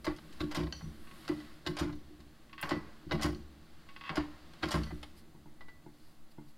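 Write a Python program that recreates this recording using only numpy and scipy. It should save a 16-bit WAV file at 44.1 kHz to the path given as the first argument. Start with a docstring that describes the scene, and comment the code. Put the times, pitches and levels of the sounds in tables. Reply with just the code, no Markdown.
"""Creaks, clacks and low thuds: a hand-pumped hydraulic jack lifts a heavy cast housing in a garage.
At each turn of the handle, every 1.2 to 1.5 s, the loose linkage clacks and the loaded frame thuds.
Then a hand rubs and knocks the wooden packing blocks and taps the casting.
Blows are filtered noise plus decaying modes; creaks are runs of slips; air and hiss are coloured noise."""
import sys
import numpy as np
from scipy import signal
from scipy.fft import rfft, irfft, next_fast_len
from scipy.io import wavfile

SR = 44100
rng = np.random.default_rng(int(sys.argv[2]) if len(sys.argv) > 2 else 0)


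def waveform_to_disk(signal):
    """Save audio, clipped to [-1, 1], as 16-bit WAV at the path in sys.argv[1]."""
    frames = np.transpose(np.atleast_2d(signal))
    scaled = np.clip(frames, -1, 1) * 32767
    samples = np.round(scaled).astype(np.int16)
    wavfile.write(sys.argv[1], SR, samples)


N = 289737
TIME = np.arange(N) / SR
HIT_LENGTH_S = .45
AGE = np.arange(int(HIT_LENGTH_S * SR)) / SR   # s since the start of a hit
CUTOFF_HZ = 15800

# All levels are relative: later gains and random strengths shift them.

# Air, murmur, hisses, draught: freq_hz, density_db_per_hz
AIR_SPECTRUM = [(10, 5.5), (30, 1.5), (70, 1.5), (150, -1.5), (300, -29), (450, -8), (800, -7.5),
                (1300, -18.5), (2500, -44), (4600, -45), (6000, -23.5), (12000, -27.5), (15800, -26.5)]
MURMUR_SPECTRUM = [(10, -24), (28, -2), (55, 4), (75, 7), (110, -10.5), (160, 6), (190, -8.5), (225, 6),
                   (260, -7.5), (310, 5), (360, -4.5), (450, -13.5), (900, -23), (2000, -59)]
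HISS_SPECTRUM = [(450, -23), (550, 5), (900, -2.5), (1100, 5), (2000, 3), (2400, -2.5), (2800, -0.5),
                 (4600, 0), (5800, -11), (12000, -18.5), (16000, -26)]
FINE_HISS_SPECTRUM = [(4500, -25), (7000, -5), (9500, 0), (12000, 0), (16000, -13)]
DRAUGHT_SPECTRUM = [(1, -10), (3, 0), (6, -12), (15, -30), (30, -60), (100, -110)]
# Skin on wood, grit, the crowd of weak short steel modes: freq_hz, density_db_per_hz
SKIN_SPECTRUM = [(800, -24), (2000, -5), (3500, -6), (4700, 3), (6000, -13), (12000, -7), (16000, -26)]
GRIT_SPECTRUM = [(3000, -30), (7000, -6), (9500, 5), (12000, 4), (15000, -6), (16500, 10)]
STEEL_SPECTRUM = [(300, 6.5), (480, 6), (1100, 8), (1900, 1.5), (2450, -2.5), (4700, -1), (6000, -17.5),
                  (7500, -25.5), (11500, -29.5), (13000, -46), (16000, -67)]
# Level curves of murmur and hisses: time_s, level_db
MURMUR_LEVEL = [(0.0, -52.5), (0.75, -52), (1.04, -53.5), (1.94, -54.5), (2.38, -58), (3.35, -53),
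                (3.75, -58), (4.92, -53), (5.1, -55.5), (6.57, -65)]
HISS_LEVEL = [(0.0, -70.5), (0.4, -63), (0.62, -75), (0.77, -66.5), (1.04, -66.5), (1.26, -61), (1.46, -62),
              (1.77, -74), (1.94, -70), (2.56, -71.5), (2.69, -67), (3.55, -70.5), (3.99, -67.5),
              (4.12, -65), (4.45, -66.5), (4.79, -62.5), (5.32, -74), (6.57, -75)]
FINE_HISS_LEVEL = [(0.0, -70.5), (0.97, -68.5), (1.19, -63.5), (1.77, -78), (1.92, -79), (4.59, -82),
                   (4.72, -67), (4.89, -68), (5.21, -78), (6.57, -80)]
# Garage reverberation: freq_hz, t60_s
GARAGE_DECAY = [(60, 0.77), (150, 0.37), (350, 0.35), (900, 0.12), (2400, 0.27), (6000, 0.31),
                (14000, 0.37)]

# Frame modes: freq_hz, level_db, t60_s
PLATE_MODES = [(300.4, 5.5, 0.38), (351.3, 6, 0.19), (374, -4, 0.069), (439, -13, 0.077),
               (550, -18.5, 0.11), (572.4, -10.5, 0.15)]
STAND_MODES = [(158.2, 6.5, 0.21), (180, -37, .2), (216.2, -8.5, 0.57)]
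SWAY_MODES = [(60.7, 11, 0.17), (70, 11.6, 0.36), (110, 12.7, 0.15)]
# Modes of steel parts, wood and casting: freq_hz, level_db, t60_s
LINKAGE_MODES = [(587.5, -1, 0.12), (649, -0.5, 0.14), (812, -8, 0.075), (860, -7, 0.095),
                 (1064, 4.5, 0.079), (1125, 0, 0.13), (1355, 0, 0.075), (1613, 5, 0.034), (1900, -8, 0.046),
                 (2029, 0, 0.08), (2510, -24, 0.099), (2934, -5, 0.1), (2980, -4, 0.07), (3263, 2.5, 0.046),
                 (3730, 1, 0.049), (4120, 11, 0.0094), (4896, -7.5, .07), (5050, -27, 0.078),
                 (5425, -14.5, 0.048), (7200, -23, 0.087), (8330, -24.5, 0.065), (9400, -25, 0.14),
                 (10550, -39, 0.087), (12000, -27.5, 0.13)]
PIVOT_MODES = [(1103, 5.5, 0.15), (1533, 0, 0.067), (1830, -2, 0.071), (2028, 6.5, 0.044),
               (2240, -6.5, 0.22), (2580, 5, 0.054), (2795, 2, 0.08), (3200, -4, 0.12), (3440, -3.5, 0.07),
               (4270, -38, .07), (4830, -28, 0.038)]
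HANDLE_MODES = [(1580, -2, 0.063), (1940, -7.5, 0.085), (2770, 4.5, 0.02), (3090, 3, 0.053),
                (4354, 19.5, 0.0087), (4470, 10, 0.042), (4400, -38, 0.13), (4380, -1.5, 0.16),
                (4770, 6.5, 0.022), (5700, -10, 0.11), (5840, -9, 0.42), (6030, -16, 0.096),
                (6170, -12, .3), (6900, -10, 0.067)]
BLOCK_MODES = [(146, -2, 0.11), (223.4, -12, 0.45), (299.4, -6.5, 0.21), (349, -5, 0.095), (424, -19, 0.11),
               (517, -10, 0.03), (690, -11, 0.047), (849, -13, 0.11), (943, -9, 0.057), (1440, -21, .08),
               (2100, -27.5, 0.22)]
CASTING_MODES = [(214, -27, 0.078), (583, -7, 0.12), (1140, -5, 0.1), (1530, -5, 0.11), (1977, 1, 0.33),
                 (2400, -19, 0.049)]

# Hand slides over the blocks: centre_s, length_s, level_db
RUBS = [(5.187, 0.047, -62.5), (6.053, 0.22, -71.5), (6.318, 0.018, -66.5), (6.494, 0.058, -70)]
# Wooden blocks knock together: start_s, level_db
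BLOCK_KNOCKS = [(5.345, -53), (5.456, -50), (5.86, -46.5), (6.38, -43.5)]
# Knocks on the casting, from jack or hand: start_s, level_db
TAPS = [(0.0662, -49), (1.2907, -47), (1.4012, -53), (2.7152, -36.5), (4.8682, -52), (5.6073, -50),
        (5.6835, -52)]
# Grit ticks in the joints: start_s, level_db
TICKS = [(1.952, -57), (2.6133, -34), (2.625, -40), (3.321, -55), (4.71, -59)]
# Handle pings in its socket: start_s, level_db
PINGS = [(0.7247, -25), (1.926, -47), (3.3472, -40), (4.8337, -33)]
# Pivot slips: start_s, level_db
SLIPS = [(1.072, -44), (1.111, -41.5), (2.494, -51), (2.529, -36.5), (2.579, -35), (2.594, -55),
         (2.627, -24), (3.888, -41.5), (3.905, -50), (3.962, -35.5), (4.01, -33.5), (4.037, -36),
         (4.092, -25)]
# Pivot drags on: start_s, end_s, level_db
DRAGS = [(1.056, 1.084, -83), (2.589, 2.64, -48.5), (4.045, 4.084, -47)]

# Dry pivot breaks free: start_s, clack_db, hardness_db_per_register, thud_db
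RELEASES = [(2.627, -34.5, 4.5, -43), (4.093, -38, -10, -42)]
# Lone clicks of loose pins: start_s, level_db, hardness_db_per_register
CLICKS = [(0.163, -58, 9), (0.185, -45.5, -4.5), (0.326, -58, 7.5), (0.635, -39.5, -4.5),
          (0.668, -39.5, -7.5), (0.808, -43, -15), (1.25, -49, -4), (1.402, -54, 3), (1.894, -40, -12),
          (1.926, -49, -2.5), (2.203, -60, 6.5), (3.194, -35, -9), (4.535, -52, 3), (4.655, -41, 2.5),
          (4.835, -54, 6.5), (4.906, -38, -17), (5.029, -39, 0.5)]
# Load settles: start_s, thud_db, depth_db
SETTLINGS = [(0.827, -52, 14.5), (0.859, -50, 7), (2.103, -47, -32), (2.187, -52.5, -3), (2.261, -54, -4),
             (3.063, -39.5, -5), (4.92, -39, 0.5)]
# Handle rattles through its play, lands, bounces: start_s, rattle_db, hardness_db_per_register,
# lead_s, lead_tick_db, fall_s, landing_db, thud_db, depth_db, bounce_gap_s, loss_db_per_bounce
CLATTERS = [(0.546, -32, -1, 0.034, -39, 0.024, -37, -31.5, 0, 0.031, 3.5),
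            (1.786, -33, -0.5, 0.019, -38, .023, -35.5, -28.5, -3.5, .035, 5),
            (3.221, -31.5, 1, 0.0098, -41, .021, -29.5, -29.5, 1, .043, 7),
            (4.707, -31, -0.5, 0.023, -40, .034, -28, -30.5, 4, .032, 6.5)]
# Linkage catches on the swing back: start_s, clack_db, thud_db, shudder_depth_db, hardness_db_per_register
CATCHES = [(0.404, -37, -31.5, -5, 7), (1.663, -34, -34, 2, 9), (3.110, -29.5, -33.5, 8.5, 2),
           (4.629, -31.5, -31, -5, 5)]
# Handle hits its stop, frame rocks back: start_s, clack_db, thud_db, lead_s, lead_tick_db,
# rock_delay_s, rock_db, depth_db, frame_damping_db_per_s
STOPS = [(0.066, -28, -27, 0.022, -38, 0.033, -60, -1, 60),
         (1.287, -37.5, -26, 0.0088, -38.5, .028, -28.5, -4.5, 0),
         (2.708, -26.5, -24.5, 0.017, -37.5, .056, -31, 2.5, 162),
         (4.169, -26.5, -24, 0.013, -37.5, 0.033, -36, -0.5, 113)]

# Clack registers: low_hz, high_hz
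REGISTERS = [(390, 2400), (2400, 6000), (6000, 15800)]
# Steel contacts: middle_db, bright_db, treble_db, crack_t60_s (0.02 at least)
LEAD_TICK = (-9.5, -9, -12, 0.06)
STOP_CLACK = (-9.5, -18, -29.5, 0.22)
ROCK_CLACK = (-22.5, -35, -42, -0.7)
CATCH_CLACK = (-10, -16, -37.5, -0.03)
RATTLE_CLACK = (-12, -8.5, -10.5, 0.11)
LANDING_CLACK = (-10.5, -18.5, -25, 0.0942)
RELEASE_CLACK = (-5.5, -21, -31, 0.82)
PIN_CLICK = (-13.5, -12, -22.5, 0.07)
SCRAPE_CLACK = (-8.5, -14.5, -23.5, -0.32)
# Frame shake per kind of blow: plate_db, stand_db, sway_db
STOP_THUD = (-4.5, -15.5, -18.5)
ROCK_THUD = (-9.5, -7.5, -16)
CATCH_THUD = (-6, -17.5, -12)
SHUDDER_THUD = (-4.5, -5.5, -19)
LANDING_THUD = (-5, -4.5, -9)
RELEASE_THUD = (-7, 0, -10)
SETTLING_THUD = (-7.5, -4, -8.5)
# Scraping around a blow: level_db (re blow), swell_db_per_s, fade_db_per_s
CATCH_SCRAPE = (-3.5, 1400, 235)
CLATTER_SCRAPE = (-8, 150, 170)

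FRAME_LAG_S, SHUDDER_DELAY_S, RATTLE_GAP_S = 0.00585, .025, 0.0091
LANDING_GAP_S = .012   # one edge of the handle, then the other
BOUNCE_DEEPENS_DB = 1   # each bounce leaves more in the low modes
SCRAPE_LEAD_S, SCRAPE_TOUCHES_PER_S = .08, 280


def from_db(db):
    """Decibels to amplitude ratio."""
    return 10 ** (np.asarray(db) / 20)


def rms_one(x):
    """Scale to rms 1."""
    return x / np.sqrt(np.mean(x ** 2) + 1e-20)


def onset_one(x):
    """Scale a hit to rms 1 over its first 30 ms."""
    return x / np.sqrt(np.mean(x[AGE < .03] ** 2) + 1e-20)


def at_hz(points, hz):
    """Interpolate a table on a log-frequency axis."""
    points = np.array(points)
    return np.interp(np.log(np.maximum(hz, 1)), np.log(points[:, 0]), points[:, 1])


def level_curve(points):
    """Interpolate a level table over the scene, in dB."""
    return np.interp(TIME, *np.transpose(points))


def decay(t60_s, age_s=AGE):
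    """Exponential decay, 60 dB down at t60."""
    return np.exp(-np.log(1000) * age_s / t60_s)


def band(x, low_hz, high_hz):
    """Causal band-pass."""
    sos = signal.butter(3, [low_hz, high_hz], "band", fs=SR, output="sos")
    return signal.sosfilt(sos, x + 1e-18)


def noise(spectrum, size):
    """Gaussian noise of a given spectrum, rms 1."""
    padded = next_fast_len(size)
    gain = from_db(at_hz(spectrum, np.fft.rfftfreq(padded, 1 / SR)))
    coloured = irfft(rfft(rng.standard_normal(padded)) * gain, padded)
    return rms_one(coloured[:size])


def add(track, start_s, sound):
    """Mix a sound in at start_s."""
    start = max(int(start_s * SR), 0)
    track[start:start + len(sound)] += sound[:N - start]


def ring(modes, spread_db=1.5, detune=.002, split=.005):
    """Struck modes as beating pairs; strength and pitch vary from blow to blow."""
    out = np.zeros(len(AGE))
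    for k, (freq_hz, level_db, t60_s) in enumerate(modes):
        strength, shift, twin = rng.standard_normal(3)
        age_s = AGE[:int(t60_s * SR)]
        phase = 2 * np.pi * freq_hz * (1 + detune * shift) * age_s
        pair = np.sin(phase) + .5 * np.sin(phase * (1 + split * twin))
        gain = (-1) ** k * from_db(level_db + spread_db * strength)
        out[:len(age_s)] += gain * decay(t60_s, age_s) * pair
    return onset_one(out)


def crack(t60_s, split_hz=6000):
    """Crowd of short steel modes, too close to be told apart; the top dies first."""
    crowd = noise(STEEL_SPECTRUM, len(AGE))
    dull = signal.sosfilt(signal.butter(2, split_hz, fs=SR, output="sos"), crowd)
    bright = crowd - dull
    return onset_one(decay(t60_s) * (dull + bright * decay(t60_s)))


def chatter(sound, rebound_db, rebound_s):
    """A loose joint lands once and rebounds five times within rebound_s."""
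    contact = np.zeros(len(AGE))
    contact[0] = 1
    for wait, size in rng.random(size=(5, 2)):
        contact[int(wait * rebound_s * SR) + 1] += from_db(rebound_db) * (2 * size - 1)
    return signal.fftconvolve(contact, sound)[:len(AGE)]


def struck(hits, modes, level_db, crack_db, crack_t60_s, soft_s):
    """One body struck at the listed times; a soft contact blunts the attack."""
    out = np.zeros(N)
    attack = 1 - np.exp(-AGE / soft_s)
    for start_s, hit_db in hits:
        sound = ring(modes) + from_db(crack_db) * crack(crack_t60_s)
        add(out, start_s, from_db(hit_db + level_db) * sound * attack)
    return out


def background(air_db=-68, murmur_db=-3, hiss_db=3, sing_db=-10, draught_db=-51):
    """Steady air and slow pressure drift; murmur and hiss vary in level; steel modes colour the hiss."""
    air = from_db(air_db) * noise(AIR_SPECTRUM, N)
    draught = from_db(draught_db) * noise(DRAUGHT_SPECTRUM, N)
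    murmur = from_db(level_curve(MURMUR_LEVEL) + murmur_db) * noise(MURMUR_SPECTRUM, N)
    singing = rms_one(signal.fftconvolve(noise(HISS_SPECTRUM, N), ring(PIVOT_MODES))[:N])
    hiss = noise(HISS_SPECTRUM, N) + from_db(sing_db) * singing
    return air + draught + murmur + from_db(level_curve(HISS_LEVEL) + hiss_db) * hiss


def fine_hiss(level_db=-5):
    """Faint, very high noise that comes and goes independently of the main hiss."""
    return from_db(level_curve(FINE_HISS_LEVEL) + level_db) * noise(FINE_HISS_SPECTRUM, N)


def garage(x, build_s=0.019):
    """Diffuse echoes off shelves and walls: noise bands, each with its own decay."""
    edges_hz = np.geomspace(40, 16000, 10)
    tail = np.zeros(len(AGE))
    for low_hz, high_hz in zip(edges_hz, edges_hz[1:]):
        t60_s = at_hz(GARAGE_DECAY, np.sqrt(low_hz * high_hz))
        tail += band(rng.standard_normal(len(AGE)), low_hz, high_hz) * decay(t60_s)
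    tail *= 1 - np.exp(-AGE / build_s)
    return signal.fftconvolve(x, tail / np.sqrt(np.sum(tail ** 2)))[:N]


def rubbing():
    """Skin on wood: bright noise under bell-shaped swells."""
    swells = np.zeros(N)
    for centre_s, length_s, level_db in RUBS:
        swells += from_db(level_db) * np.exp(-(2 * (TIME - centre_s) / length_s) ** 2)
    return noise(SKIN_SPECTRUM, N) * swells


def block_knocks():
    """Wooden blocks ring in low modes after a soft contact."""
    return struck(BLOCK_KNOCKS, BLOCK_MODES, level_db=-2.0, crack_db=-28, crack_t60_s=0.059, soft_s=0.0045)


def casting_taps():
    """Short hard blows excite the casting's modes and a crack."""
    return struck(TAPS, CASTING_MODES, level_db=-6.0, crack_db=-1.0, crack_t60_s=0.11, soft_s=0.00061)


def grit(level_db=-13, t60_s=0.041):
    """Grit cracks in the joints: short, very bright noise ticks."""
    out = np.zeros(N)
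    for start_s, tick_db in TICKS:
        tick = onset_one(noise(GRIT_SPECTRUM, len(AGE)) * decay(t60_s))
        add(out, start_s, from_db(tick_db + level_db) * tick)
    return out


def handle_pings():
    """The handle rings in its socket after a sharp contact."""
    return struck(PINGS, HANDLE_MODES, level_db=-18.5, crack_db=-11, crack_t60_s=0.1, soft_s=0.00026)


def pivot_drag(slips_per_s=260, crack_db=-3):
    """Dry stick-slip: a quick uneven run of tiny slips excites the pivot's modes."""
    out = np.zeros(N)
    body = ring(PIVOT_MODES) + from_db(crack_db) * crack(t60_s=0.098)
    for start_s, end_s, level_db in DRAGS:
        waits, sizes = rng.uniform(.4, 1.6, size=(2, 60))
        slip_s = np.cumsum(waits) / slips_per_s
        inside = slip_s < end_s - start_s
        slips = np.zeros(len(AGE))
        slips[(slip_s[inside] * SR).astype(int)] = sizes[inside]
        creak = onset_one(signal.fftconvolve(slips, body)[:len(AGE)])
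        add(out, start_s, from_db(level_db) * creak)
    return out


def pivot(low_hz=950):
    """The dry pivot slips and drags; being small, it radiates no bass."""
    slips = struck(SLIPS, PIVOT_MODES, level_db=-16.5, crack_db=-1.5, crack_t60_s=0.1, soft_s=0.00068)
    return band(pivot_drag() + slips, low_hz, CUTOFF_HZ)


def clack(level_db, contact, hard_db=0, ring_db=-1, snap_db=-3, build_s=0.00032):
    """Pins take up their play; the harder the contact, the more the upper registers speak."""
    *colour_db, t60_s = contact
    modes = ring(LINKAGE_MODES, spread_db=3, detune=.003)
    snap = crack(t60_s=0.038)
    steel = crack(max(t60_s, .02)) + from_db(snap_db) * snap + from_db(ring_db) * modes
    steel = chatter(steel, rebound_db=-6.5, rebound_s=.012) * (1 - np.exp(-AGE / build_s))
    gains = from_db(level_db + np.array(colour_db) + hard_db * np.arange(len(colour_db)))
    return sum(gain * onset_one(band(steel, *edges_hz)) for gain, edges_hz in zip(gains, REGISTERS))


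def thud(level_db, shake_db, depth_db=0, swell_s=0.0039):
    """The heavy frame builds up over milliseconds; modes beat; depth favours stand and sway."""
    gains = from_db(level_db + np.array(shake_db) + [0, depth_db, depth_db])
    out = np.zeros(len(AGE))
    for gain, modes in zip(gains, (PLATE_MODES, STAND_MODES, SWAY_MODES)):
        out += gain * ring(modes, spread_db=2.5, detune=.01, split=0.017)
    return out * (1 - np.exp(-(AGE / swell_s) ** 2))


def scrape(blow_db, shape):
    """Steel slides on steel: tiny random touches swell toward a blow and die away after it."""
    level_db, swell_db_per_s, fade_db_per_s = shape
    chance, size = rng.random((2, len(AGE)))
    late_s = AGE - SCRAPE_LEAD_S
    envelope = from_db(np.minimum(swell_db_per_s * late_s, -fade_db_per_s * late_s))
    touches = (chance < SCRAPE_TOUCHES_PER_S / SR) * (2 * size - 1) * envelope
    return signal.fftconvolve(touches, clack(blow_db + level_db, SCRAPE_CLACK))[:len(AGE)]


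def rumble(jack, level_db=-12, linger_s=0.012, top_hz=400):
    """The load's many low modes return the jack's shaking as noise that follows its low-band power."""
    keep = np.exp(-1 / (linger_s * SR))
    power = signal.lfilter([1 - keep], [1, -keep], band(jack, 40, top_hz) ** 2)
    return from_db(level_db) * np.sqrt(power) * noise(MURMUR_SPECTRUM, N)


def loose_joints():
    """The pivot breaks free with clack and thud, pins click and the load settles with a thud."""
    out = np.zeros(N)
    for start_s, clack_db, hard_db, thud_db in RELEASES:
        add(out, start_s, clack(clack_db, RELEASE_CLACK, hard_db))
        add(out, start_s + FRAME_LAG_S, thud(thud_db, RELEASE_THUD))
    for start_s, click_db, hard_db in CLICKS:
        add(out, start_s, clack(click_db, PIN_CLICK, hard_db))
    for start_s, thud_db, depth_db in SETTLINGS:
        add(out, start_s, thud(thud_db, SETTLING_THUD, depth_db))
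    return out


def handle_clatters(count=4, rattle_gain_db=-3, second_rattle_db=-1, second_landing_db=-1, steel_loss_db=3):
    """A tick, a bright double rattle, then a scraping double landing; bounces get weaker and deeper."""
    out = np.zeros(N)
    for (start_s, rattle_db, hard_db, lead_s, lead_db, fall_s,
         landing_db, thud_db, depth_db, gap_s, loss_db) in CLATTERS:
        land_s = start_s + fall_s
        add(out, start_s - lead_s, clack(lead_db, LEAD_TICK, hard_db, build_s=0.0015))
        add(out, start_s, clack(rattle_db + rattle_gain_db, RATTLE_CLACK, hard_db, build_s=0.0011))
        add(out, start_s + RATTLE_GAP_S, clack(rattle_db + second_rattle_db, RATTLE_CLACK, hard_db))
        add(out, land_s - SCRAPE_LEAD_S, scrape(rattle_db, CLATTER_SCRAPE))
        add(out, land_s + LANDING_GAP_S, clack(landing_db + second_landing_db, LANDING_CLACK, hard_db))
        for k in range(count):
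            steel = clack(landing_db - k * (loss_db + steel_loss_db), LANDING_CLACK, hard_db)
            frame = thud(thud_db - k * loss_db, LANDING_THUD, depth_db + k * BOUNCE_DEEPENS_DB)
            add(out, land_s + k * gap_s, steel + frame)
    return out


def handle_catches(second_catch_db=-3, second_catch_s=.008):
    """On the way back the linkage scrapes and catches twice; the stand shudders a moment later."""
    out = np.zeros(N)
    for start_s, clack_db, thud_db, depth_db, hard_db in CATCHES:
        first = clack(clack_db, CATCH_CLACK, hard_db, build_s=0.002)
        add(out, start_s - SCRAPE_LEAD_S, scrape(clack_db, CATCH_SCRAPE))
        add(out, start_s, first + thud(thud_db, CATCH_THUD))
        add(out, start_s + second_catch_s, clack(clack_db + second_catch_db, CATCH_CLACK, hard_db))
        add(out, start_s + SHUDDER_DELAY_S, thud(thud_db, SHUDDER_THUD, depth_db))
    return out


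def handle_stops():
    """End of a stroke: a tick, the clack of the stop, the frame's thud and one rock back."""
    out = np.zeros(N)
    for (start_s, clack_db, thud_db, lead_s, lead_db,
         rock_s, rock_db, depth_db, damping_db_per_s) in STOPS:
        damping = from_db(-max(damping_db_per_s, 0) * AGE)
        rock = clack(rock_db, ROCK_CLACK) + damping * thud(rock_db, ROCK_THUD, depth_db)
        add(out, start_s - lead_s, clack(lead_db, LEAD_TICK, build_s=.001))
        add(out, start_s, clack(clack_db, STOP_CLACK))
        add(out, start_s + FRAME_LAG_S, damping * thud(thud_db, STOP_THUD, depth_db))
        add(out, start_s + rock_s, rock)
    return out


def scene():
    """Jack, steel parts and hand on the blocks, with the garage around them; both channels alike."""
    jack = handle_stops() + handle_catches() + handle_clatters() + loose_joints()
    steel = pivot() + grit() + casting_taps()
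    pings = handle_pings()
    blocks = block_knocks()
    # the handle sticks out into the room, so its ring gets the strongest echo gain
    echoes = garage(from_db(-14.5) * (jack + steel) + from_db(-11) * blocks + from_db(-9.5) * pings)
    sources = jack + rumble(jack) + steel + pings + blocks + rubbing()
    sound = sources + echoes + background() + fine_hiss()
    return np.array([sound, sound])


def record(dry, self_noise_db=-78):
    """Independent faint white noise per channel, then a steep low-pass."""
    noisy = dry + from_db(self_noise_db) * rng.standard_normal((2, N))
    low_pass = signal.ellip(12, .1, 80, CUTOFF_HZ, fs=SR, output="sos")
    return signal.sosfilt(low_pass, noisy)


dry = scene()
out = record(dry)
waveform_to_disk(out)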